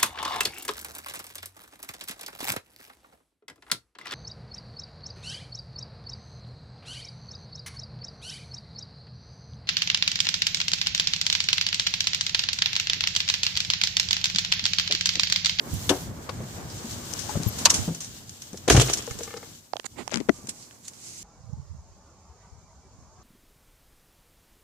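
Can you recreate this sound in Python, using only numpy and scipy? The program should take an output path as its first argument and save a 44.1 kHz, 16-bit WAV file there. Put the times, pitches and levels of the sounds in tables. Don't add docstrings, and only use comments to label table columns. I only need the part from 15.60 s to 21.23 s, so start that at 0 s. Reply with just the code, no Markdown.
import sys
import numpy as np
from scipy import signal
from scipy.io import wavfile

SR = 44100
rng = np.random.default_rng(int(sys.argv[2]) if len(sys.argv) > 2 else 0)


def materialize(psi):
    bounded = np.clip(np.atleast_2d(psi).T, -1, 1)
    quanta = np.round(bounded * 32767).astype(np.int16)
    wavfile.write(sys.argv[1], SR, quanta)


def linear_from_db(decibels):
    return 10 ** (np.asarray(decibels, float) / 20)


N = 248283


def rms_one(x):
    return x / np.sqrt(np.mean(x ** 2) + 1e-20)


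def in_time(rows):
    s, *columns = np.transpose(rows)
    return [np.interp(np.arange(N) / SR, s, c) for c in columns]


def gate(rows):
    t0, t1 = rows[0][0], rows[-1][0]
    return np.interp(np.arange(N) / SR, [t0, t0 + 0.0038, t1 - 0.003, t1], [0, 1, 1, 0])


def at_hz(points, hz):
    curve_hz, values = np.array(points)[:, 0], np.array(points)[:, 1]
    return np.interp(np.log(hz), np.log(curve_hz), values)


def sides(pan_db):
    g = linear_from_db(pan_db)
    return np.array([2 * g / (1 + g), 2 / (1 + g)])


def filtered(x, order, hz, kind="low"):
    return signal.sosfilt(signal.butter(order, hz, kind, fs=SR, output="sos"), x)


def drift(rate):
    r = np.exp(-80 * np.pi * rate / SR)
    noise = rng.standard_normal(N // 40 + 2002)
    slow = signal.lfilter([1], [1, -2 * r, r * r], noise)[2000:]
    return np.interp(np.arange(N) / 40, np.arange(len(slow)), rms_one(slow))


def resonance(x, hz, width):
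    r = np.exp(-np.pi * width / SR)
    poles = [1, -2 * r * np.cos(2 * np.pi * hz / SR), r * r]
    return signal.lfilter([(1 - r * r) / 2, 0, (r * r - 1) / 2], poles, x)


def grains(per_s, spread_db):
    strength = linear_from_db(spread_db * np.minimum(rng.exponential(1, (2, N)), 5))
    sign = rng.choice([-1, 1], (2, N))
    return strength * sign * (rng.random((2, N)) < per_s / SR) + 1e-9


def coloured(source, spectrum, patchy_db, inside=None):
    # f/Hz, likeness (-1 to 1)
    likeness = [(60, 0.8), (240, 0.86), (950, 0.01), (3770, -0.13), (15000, 0.033)]
    inside = spectrum if inside is None else inside
    out, together = 0, drift(7.1)
    shut = np.interp(np.arange(N) / SR, [3.9, 4.8], [0, 1])
    bottom, top = spectrum[0][0], spectrum[-1][0]
    edges = bottom * 2 ** np.arange(0, np.log2(top / bottom) + 0.3, 0.5)
    for k, (low, high) in enumerate(zip(edges, np.minimum(edges[1:], 0.45 * SR))):
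        shifted = np.roll(source, 5000 * (k % 2), axis=1)
        mid, side = filtered(shifted, 2, [low, high], "band")
        hz = np.sqrt(low * high)
        alike = np.clip(at_hz(likeness, hz), -1, 1)
        level_db = (1 - shut) * at_hz(spectrum, hz) + shut * at_hz(inside, hz)
        gain = linear_from_db(level_db + patchy_db * (0.84 * together + 0.28 * drift(8.3)))
        out = out + gain * (np.sqrt(1 + alike) * mid + np.sqrt(1 - alike) * side * [[1], [-1]])
    return rms_one(out)


def add(out, s, burst):
    at = round(s * SR)
    out[:, at:at + burst.shape[1]] += burst[:, :N - at]


def clicks(rows, broad_db, alike, body_hz, swell, presence=2.4, spike=0.66, spike_s=0.0042,
           width=0.19, cut_hz=10500):
    out, t = np.zeros((2, N)), np.arange(8192) / SR
    noises = rng.standard_normal((len(rows), 2, len(t)))
    for (s, peak_db, hz, t60, pan_db), (mid, side) in zip(rows, noises):
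        dying = linear_from_db(-60 * np.maximum(t - swell, 0) / max(t60, 0.002))
        shape = np.minimum(t / swell, 1) ** 2 * dying
        shape = shape * (1 + spike * np.exp(-np.abs(t - swell) / spike_s))
        pair = (alike * mid + (1 - alike) * side * [[1], [-1]]) * shape
        body = resonance(pair, body_hz, 3.24 * body_hz)
        microphone = 0.93 * resonance(pair, 5650, 1170) + 0.39 * resonance(pair, 4200, 1300)
        wide = body + presence * microphone
        burst = filtered(resonance(pair, hz, width * hz) + linear_from_db(broad_db) * wide, 3, cut_hz)
        level = linear_from_db(peak_db) / np.abs(burst.mean(0)).max()
        add(out, s - swell, level * sides(pan_db)[:, None] * burst)
    return out


def knocks(rows, soft_cycles):
    out, t = np.zeros((2, N)), np.arange(16384) / SR
    noises = rng.standard_normal((len(rows), len(t)))
    for (s, peak_db, hz, t60, pan_db, rough), noise in zip(rows, noises):
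        shape = (1 - np.exp(-t * hz / soft_cycles)) * linear_from_db(-60 * t / max(t60, 0.004))
        shaken = rms_one(resonance(resonance(noise, hz, 0.26 * hz), hz, 2.4 * hz))
        burst = shape * ((1 - rough) * np.sin(2 * np.pi * hz * t) + rough * shaken)
        add(out, s, linear_from_db(peak_db) * sides(pan_db)[:, None] * burst / np.abs(burst).max())
    return out


def surroundings():
    # f/Hz, level/dB (per Hz)
    rumble_colour = [(15, -57), (25, -16.5), (108, 3), (167, -5), (220, -2), (285, -10.5), (340, -11),
                     (440, -26), (750, -120)]
    traffic_colour = [(150, -46), (250, -3.5), (548, -7), (897, -7.5), (2250, -18), (2400, -23),
                      (3120, -46.5), (5280, -120)]
    rustle_colour = [(1000, -22), (1700, -5), (2930, -11), (3310, 0), (4550, -1), (6880, 3), (11300, -20),
                     (14400, -2.5), (16000, -32)]
    rustle_colour_inside = [(1000, -65.5), (1700, -37), (2380, -5), (3310, -6), (7210, 6), (14700, -26.5),
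                            (16000, -33)]
    # t/s, level/dB
    openness = [(0.0, -45.5), (0.41, -45), (1.14, -45), (1.93, -40.5), (2.18, -41), (2.39, -54),
                (2.8, -58.5), (3.22, -45.5), (3.4, -47.5), (3.93, -55), (4.11, -67.5), (4.48, -57.5),
                (4.74, -53.5), (5.29, -62), (5.63, -56)]
    # t/s, level/dB
    movement = [(0.0, -53), (0.12, -40), (0.41, -40), (0.52, -50.5), (1.14, -43), (1.5, -38), (2.18, -37.5),
                (2.39, -45.5), (2.67, -49), (3.11, -47.5), (3.25, -31), (3.38, -40.5), (3.93, -49.5),
                (4.1, -61.5), (4.74, -52), (5.04, -50.5), (5.19, -58.5), (5.46, -45)]
    # t/s, left-right level/dB
    facing = [(0.15, -3), (1.2, 2.5), (1.5, 10.5), (3.3, 2), (4.05, 10), (4.12, 13), (4.48, -14),
              (4.54, -20), (4.8, -11)]
    (traffic_db,), (rustle_db,), (pan_db,) = in_time(openness), in_time(movement), in_time(facing)
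    start, edge_s, gust_peak_db = 0.0084, 0.094, 7.5
    end = start + 0.54
    gust_db, = in_time([(start, 0), (start + edge_s, gust_peak_db), (end - edge_s, gust_peak_db), (end, 0)])
    rumble_db = -45 + 0.93 * (traffic_db + 48.5) + gust_db
    rustle_db = rustle_db + 0.82 * drift(4.7)
    rumble = linear_from_db(rumble_db) * coloured(rng.standard_normal((2, N)), rumble_colour, patchy_db=3.5)
    traffic = linear_from_db(traffic_db) * coloured(rng.standard_normal((2, N)), traffic_colour, patchy_db=2.0)
    cloth = coloured(grains(9000, 3.1), rustle_colour, patchy_db=1.8, inside=rustle_colour_inside)
    return rumble + (traffic + linear_from_db(rustle_db) * cloth) * sides(np.clip(0.29 * pan_db, -9, 9))


def self_noise():
    return linear_from_db(-60) * rms_one(filtered(rng.standard_normal((2, N)), 1, 5200, "high"))


def sleeve():
    # t/s, level/dB
    swish = [
        (0.0, -60.5),
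        (0.302, -50),
        (0.422, -54),
        (0.55, -89),
    ]
    airy = filtered(rng.standard_normal((2, N)), 2, [9500, 15800], "band")
    return gate(swish) * linear_from_db(in_time(swish)[0] + 4.5) * rms_one(airy)


def thuds():
    # t/s, peak level/dB, pitch f/Hz, decay t60/s, left-right level/dB
    dull_knocks = [(0.132, -21, 94, 0.14, -19), (0.292, -21.5, 503, 0.24, 3), (0.306, -17, 376, 0.13, 7),
                   (0.3, -14.5, 286, 0.13, 3.5), (0.691, -25, 1100, 0.04, 22),
                   (0.803, -28.5, 114, 0.31, 2.5), (1.243, -29, 228, 0.19, 3.5),
                   (1.692, -24.5, 850, 0.093, 24), (1.75, -21.5, 129.6, 0.21, 9),
                   (1.77, -14.5, 131, 0.063, 5), (1.799, -23, 172, 0.14, 5), (1.863, -15.5, 115, 0.077, 31),
                   (2.058, -16, 930, 0.078, -12), (2.066, -33, 1100, 0.17, -4),
                   (2.184, -24, 101, 0.22, -33), (2.277, -19, 166.6, 0.24, 2.5),
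                   (2.93, -30.5, 193, 0.072, 2.5), (2.943, -33, 382, 0.047, 6),
                   (3.077, -16, 508, 0.079, 10), (3.099, -18, 326, 0.25, 16),
                   (3.507, -29.5, 93, 0.049, -31), (3.553, -33.5, 112.3, 0.09, -28),
                   (4.84, -38.5, 233, 0.078, 6), (4.885, -32.5, 226, 0.06, 5)]
    rough_clunks = [(0.297, -21.5, 784, 0.15, 14), (0.315, -25.5, 740, 0.19, 7),
                    (0.693, -27, 926, 0.049, -2), (0.802, -30, 492, 0.083, 3), (1.754, -25, 410, 0.055, 7),
                    (2.284, -27, 433, 0.046, -15), (3.147, -16, 487, 0.13, 10),
                    (3.166, -28, 664, 0.081, 9.5), (3.211, -18, 453, 0.062, 10),
                    (3.287, -36, 610, 0.054, 3), (0.692, -29, 517, .05, 5), (2.057, -21, 560, .06, 9),
                    (2.069, -18.5, 1060, 0.05, -5), (2.082, -31, 994, 0.046, -7.5),
                    (2.108, -25.5, 1005, 0.13, -4), (4.477, -27.5, 800, 0.019, -20),
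                    (4.785, -41, 280, 0.044, 13)]
    blows = [(*row, 0.42) for row in dull_knocks] + [(*row, 0.67) for row in rough_clunks]
    return knocks(blows, soft_cycles=0.15)


def hard_contacts():
    # t/s, peak level/dB, colour f/Hz, decay t60/s, left-right level/dB
    cracks = [(0.140, -27, 13000, 0.033, -12), (0.691, -32.5, 2600, 0.059, 9), (0.694, -30.5, 4340, .04, 4),
              (1.529, -28, 6500, .03, 10), (1.5366, -16.5, 6800, 0.023, 19), (1.692, -30, 6430, 0.18, 6),
              (2.052, -8, 6000, .06, -4), (2.0555, 2, 4500, 0.041, 7), (2.0565, -10, 2700, .07, 7),
              (2.065, -25, 7060, 0.051, 2), (2.1035, -6, 6370, .012, -4), (2.1083, -12, 7150, .012, -4),
              (2.1432, -17, 7100, .015, 1), (3.111, -16.5, 1610, .04, -6), (3.152, -26, 1610, .05, 5),
              (3.1985, -15.5, 3280, .06, 7), (3.2005, -12, 7000, .05, -2), (3.211, -14.5, 6000, .04, 2),
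              (3.2125, -18.5, 3300, 0.065, 2), (3.2225, -18, 3320, .08, 8), (3.124, -19, 4800, .05, -1),
              (3.172, -15, 3000, 0.074, 5), (3.223, -20, 7000, 0.033, 0), (3.26, -25, 6900, .06, -3),
              (3.274, -21, 6000, .04, 1), (3.286, -29, 2000, .04, 6), (3.2985, -28, 3450, .05, 5),
              (1.10, -36, 5000, 0.17, 0), (2.565, -42, 5000, .2, 2), (2.6945, -37, 5200, 0.027, 3),
              (2.9745, -30, 5500, .03, 1), (3.0795, -22, 6500, .15, 3), (3.086, -23.5, 3500, 0.11, 5),
              (5.025, -38.5, 5000, 0.17, -3), (5.2815, -26, 7000, .03, -4)]
    return clicks(cracks, broad_db=-34, alike=0.69, body_hz=3000, swell=0.0003, presence=1.0,
                  spike=1.3, spike_s=0.00051, width=0.2, cut_hz=10000)


def latch_and_keys():
    # t/s, peak level/dB, decay t60/s, left-right level/dB
    latch_snaps = [
        (0.2933, -9, 0.089, 7.5),
        (0.6932, -35, 0.072, 19),
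        (3.213, -18, 0.08, 4),
        (3.1985, -13.5, 0.15, 3),
    ]
    key_clicks = [(1.3099, -30, 0.13, 8), (1.8336, -22, 0.0098, 10), (2.0562, 0, 0.039, 1),
                  (2.3479, -29.5, 0.085, 2), (2.4057, -26.5, 0.42, 2.5), (2.445, -30, 0.07, 0),
                  (2.6943, -34, 0.04, 1), (2.8207, -28, 0.072, 0), (2.9312, -34.5, 0.047, 2),
                  (2.9734, -33.5, 0.061, -4), (3.0794, -22, 0.1, 3), (3.0994, -10.5, 0.38, -1),
                  (3.1656, -15, 0.17, 1), (3.3727, -23, 0.11, -1), (3.4237, -29, 0.053, -4),
                  (3.4674, -30.5, 0.04, 3), (3.5098, -27.5, 0.074, 1), (3.5892, -26, 0.077, 1),
                  (3.6334, -27.5, 0.11, 3), (4.8718, -32, 0.027, 9), (5.335, -39, 0.057, -1)]
    snaps = [(s, db, 3200, t60, pan_db) for s, db, t60, pan_db in latch_snaps]
    snaps += [(s, db, 6340, t60, pan_db) for s, db, t60, pan_db in key_clicks]
    return clicks(sorted(snaps), broad_db=-12.5, alike=0.47, body_hz=1100, swell=0.0023)


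def loose_parts():
    # t/s, peak level/dB, colour f/Hz, decay t60/s, left-right level/dB
    chatter = [(0.4086, -35, 7040, 0.069, -7), (1.592, -26.5, 5950, 0.42, 21), (1.9885, -25, 6600, 0.2, -2),
               (2.1035, -6.5, 6150, 0.09, 2), (2.1432, -15, 6460, 0.24, -0.5),
               (3.1226, -15.5, 5750, 0.17, 6), (3.218, -14, 6800, 0.044, -5),
               (3.2988, -20.5, 6400, 0.15, -2), (3.3365, -13, 6030, 0.073, 2),
               (3.385, -29, 6740, 0.098, 12), (3.7722, -31.5, 4740, 0.056, 3),
               (4.8934, -22, 7340, 0.077, -4), (5.281, -27.5, 7000, 0.1, 0)]
    return clicks(chatter, broad_db=-13.5, alike=0.46, body_hz=1700, swell=0.011)


def hinge():
    # t/s, peak level/dB, pitch f/Hz, decay t60/s
    squeaks = [
        (1.874, -20, 12300, .03),
        (1.885, -12, 12600, 0.023),
        (4.741, -57, 1200, .6),
        (4.80, -53.5, 1160, 0.34),
    ]
    out, t = np.zeros((2, N)), np.arange(6000) / SR
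    for s, peak_db, hz, t60 in squeaks:
        wobble = 0.33 * np.cumsum(rng.standard_normal(len(t))) * hz / SR
        shape = (1 - np.exp(-t / 0.0047)) * linear_from_db(peak_db - 60 * t / t60) * (1 - t / t[-1])
        tone = np.sin(2 * np.pi * hz * t + wobble) * shape
        add(out, s, tone * sides(7.0)[:, None])
    return out


def door():
    # t/s, rattle level/dB
    bounces = [
        (3.079, -23),
        (3.099, -13),
        (3.125, -40),
        (3.164, -16.5),
        (3.197, -26.5),
        (3.218, -38),
        (3.283, -22.5),
    ]
    # t/s, peak level/dB, pitch f/Hz, decay t60/s
    air_pushes = [
        (3.105, -17.5, 61, 0.35),
        (3.127, -17, 130, 0.091),
        (3.1478, -3.5, 120, 0.04),
        (3.156, -20, 57.5, 0.44),
        (3.177, -7, 120, 0.14),
        (3.223, -21, 128.6, 0.28),
        (3.1634, -10.5, 95, 0.03),
    ]
    # f/Hz, width/Hz, level/dB
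    panel_modes = [(326, 99, -1), (480, 75, -0.5), (690, 39, -5.5), (1200, 72, -8), (1600, 580, -17.5)]
    # f/Hz, level/dB (per Hz)
    rattle_colour = [(880, -45), (1500, 1.5), (1870, -6), (3310, 3), (4970, -12), (7030, -18), (8400, -20),
                     (14500, -20), (16000, -35)]
    attack_s, t60_s = 0.0013, 0.1
    settle_db, settle_t60_s = -11, 0.71
    t, power = np.arange(0, N, 32) / SR, 0
    for s, db in bounces:
        since = np.maximum(t - s, 0)
        fast = linear_from_db(db - 60 * since / t60_s)
        shiver = linear_from_db(db + settle_db - 60 * since / settle_t60_s)
        power = power + np.minimum(since / attack_s, 1) ** 2 * (fast ** 2 + shiver ** 2)
    panel_curve_db = 6 - 18.5 * (t - bounces[0][0])
    shake, panel_db = in_time(np.transpose([t, np.sqrt(power), panel_curve_db]))
    jolts = filtered(grains(670, 4.3), 2, 1800)
    panel = 0
    for k, (hz, width, db) in enumerate(panel_modes):
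        panel = panel + linear_from_db(db) * resonance(jolts, hz, 2.56 * width) * (-1) ** k
    panel = panel[0] + 0.63 * panel[1] * [[1], [-1]]
    rattle = coloured(grains(500, 3.6), rattle_colour, patchy_db=4.5)
    shaking = linear_from_db(panel_db - 4.0) * rms_one(panel) + linear_from_db(-3.5) * rattle
    booms = [(*row, 1.2, 0.16) for row in air_pushes]
    return shake * shaking + knocks(booms, soft_cycles=0.11)


def trim():
    # t/s, peak level/dB, hardness/dB per octave
    trim_hits = [(3.475, -25.5, -18), (3.508, -29, 9.5), (3.59, -33, -5), (3.606, -28, -27),
                 (3.633, -44, -7), (3.675, -30, 7), (3.705, -32, 8.5), (3.727, -34, 11), (3.738, -27.5, 0),
                 (3.764, -31.5, 1), (3.775, -34, 6.5), (3.828, -30.5, 4.5)]
    # f/Hz, level/dB, decay t60/s
    trim_modes = [(467, 5.5, 0.079), (808, -6.5, 0.09), (1200, -7, 0.021), (1755, -17, 0.16),
                  (2120, -17, 0.072)]
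    out, t = np.zeros((2, N)), np.arange(4096) / SR
    noises = rng.standard_normal((len(trim_hits), len(t)))
    for (s, peak_db, hard_db), noise in zip(trim_hits, noises):
        shake = noise * t * np.exp(-t / 0.0021)
        burst = 0
        for hz, db, t60 in trim_modes:
            octaves = np.log2(hz / trim_modes[0][0])
            burst = burst + linear_from_db(db + hard_db * octaves) * rms_one(resonance(shake, hz, 2.7 / t60))
        add(out, s, linear_from_db(peak_db - 0.5) * sides(5.3)[:, None] * burst / np.abs(burst).max())
    return out


def fingers():
    # t/s, peak level/dB, colour f/Hz, left-right level/dB
    tick_rows = [(4.134, -32.5, 4500, -21), (4.145, -60, 5000, -6), (4.157, -46, 1610, -15),
                 (4.1675, -30, 3150, -31), (4.185, -57, 4500, -13), (4.1978, -22, 2010, -29),
                 (4.233, -51, 2500, -15), (4.2432, -38, 3000, -25), (4.478, -19.5, 6300, -32),
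                 (4.495, -37, 1300, 10), (4.5069, -36, 3000, 14), (4.514, -31, 1880, 14),
                 (4.5176, -27, 6130, 12), (4.5226, -25, 2950, 19), (4.526, -29, 1500, 14),
                 (4.530, -32, 2600, 14), (4.535, -31, 2600, 16), (4.537, -25, 5500, 14),
                 (4.542, -12, 4840, 32), (4.5455, -36, 3500, 16), (4.548, -37, 1500, 16),
                 (4.5525, -39, 6000, 10), (4.558, -23, 4730, 11), (4.5685, -34, 6000, 8),
                 (4.5725, -23, 7000, -1), (4.574, -27, 5300, 0), (4.582, -31, 2200, 21),
                 (4.603, -30, 2100, 14), (4.609, -38, 2000, 19), (4.688, -33, 1500, 20),
                 (4.694, -23, 4860, -8), (5.11, -35, 1620, -12), (5.1282, -46, 6990, -1)]
    # t/s, peak level/dB, pitch f/Hz, decay t60/s, left-right level/dB
    tap_rows = [(4.135, -16.5, 775, 0.01, -17), (4.1578, -27, 586, 0.0084, -15),
                (4.168, -33, 690, 0.017, -16), (4.196, -32.5, 585, 0.0047, -18),
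                (4.246, -43, 1060, 0.021, -12), (4.522, -24.5, 595, 0.017, 15),
                (4.5421, -22, 245, 0.015, 21), (4.559, -23.5, 207, 0.026, 30),
                (4.571, -26.5, 217, 0.13, 35), (4.603, -25.5, 306, 0.016, 32),
                (4.6104, -22.5, 330, 0.012, 30), (4.569, -34, 300, 0.026, 30)]
    # t/s, peak level/dB, pitch f/Hz, decay t60/s
    pop_rows = [
        (4.6875, -16.5, 388, 0.051),
        (4.6915, -9.5, 340, 0.016),
        (4.6932, -9, 1400, 0.0066),
        (4.6962, -10, 278, 0.026),
        (4.6925, -15, 653, 0.03),
        (4.694, -16.5, 1980, 0.016),
    ]
    # t/s, length/s, peak level/dB, brightness/dB, left-right level/dB
    rub_rows = [
        (4.242, 0.0094, -38.5, -1, -30),
        (4.252, 0.016, -36.5, 13, -37),
        (4.354, 0.082, -37.5, -1, -24),
        (4.504, 0.133, -36.5, -1, 29),
        (5.216, 0.09, -68, 31.5, -7),
    ]
    slips = filtered(grains(9000, 1.4)[0], 2, 9000)
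    dull = rms_one(resonance(resonance(slips, 210, 240), 274, 240))
    middle = resonance(slips, 900, 290) + 0.18 * resonance(slips, 1750, 530)
    middle = rms_one(resonance(middle, 1000, 7100))
    bright = rms_one(resonance(slips, 6900, 1000) + 0.32 * resonance(slips, 4200, 1700))
    ticks = [(s, db, hz, 0.0074, pan_db) for s, db, hz, pan_db in tick_rows]
    taps = [(*row, 0.22) for row in tap_rows]
    taps += [(*row, 29, 0.12) for row in pop_rows]
    out = knocks(taps, soft_cycles=0.45)
    out = out + clicks(ticks, broad_db=-1.0, alike=0.46, body_hz=826, swell=0.000223, presence=0.16,
                       spike=1.5, spike_s=0.00023, width=0.37, cut_hz=7100)
    for s, length, peak_db, tilt_db, pan_db in rub_rows:
        rise = min(0.038, 0.7 * length)
        rows = [(s, -707 * rise), (s + rise, 0), (s + length, -278.5 * (length - rise))]
        press_db, = in_time(rows)
        skin = linear_from_db(0.97 * press_db - tilt_db) * dull
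        skin = skin + linear_from_db(press_db) * (middle + linear_from_db(tilt_db - 8.5) * bright)
        out = out + sides(pan_db)[:, None] * gate(rows) * linear_from_db(peak_db) * skin
    return filtered(out, 2, 110, "high")


def scene():
    background = surroundings() + sleeve()
    contacts = thuds() + hard_contacts() + latch_and_keys() + loose_parts()
    return background + contacts + hinge() + door() + trim() + fingers()


def top_cut(x):
    return signal.sosfilt(signal.butter(12, 16170, fs=SR, output="sos"), x)


def record(dry):
    thin = filtered(dry + self_noise(), 2, 27, "high")
    overloaded = np.clip(thin, -0.82, 0.82)
    top = signal.cheby2(10, 60, 16500, fs=SR, output="sos")
    return top_cut(signal.sosfilt(top, overloaded))


dry = scene()
out = record(dry)
materialize(out)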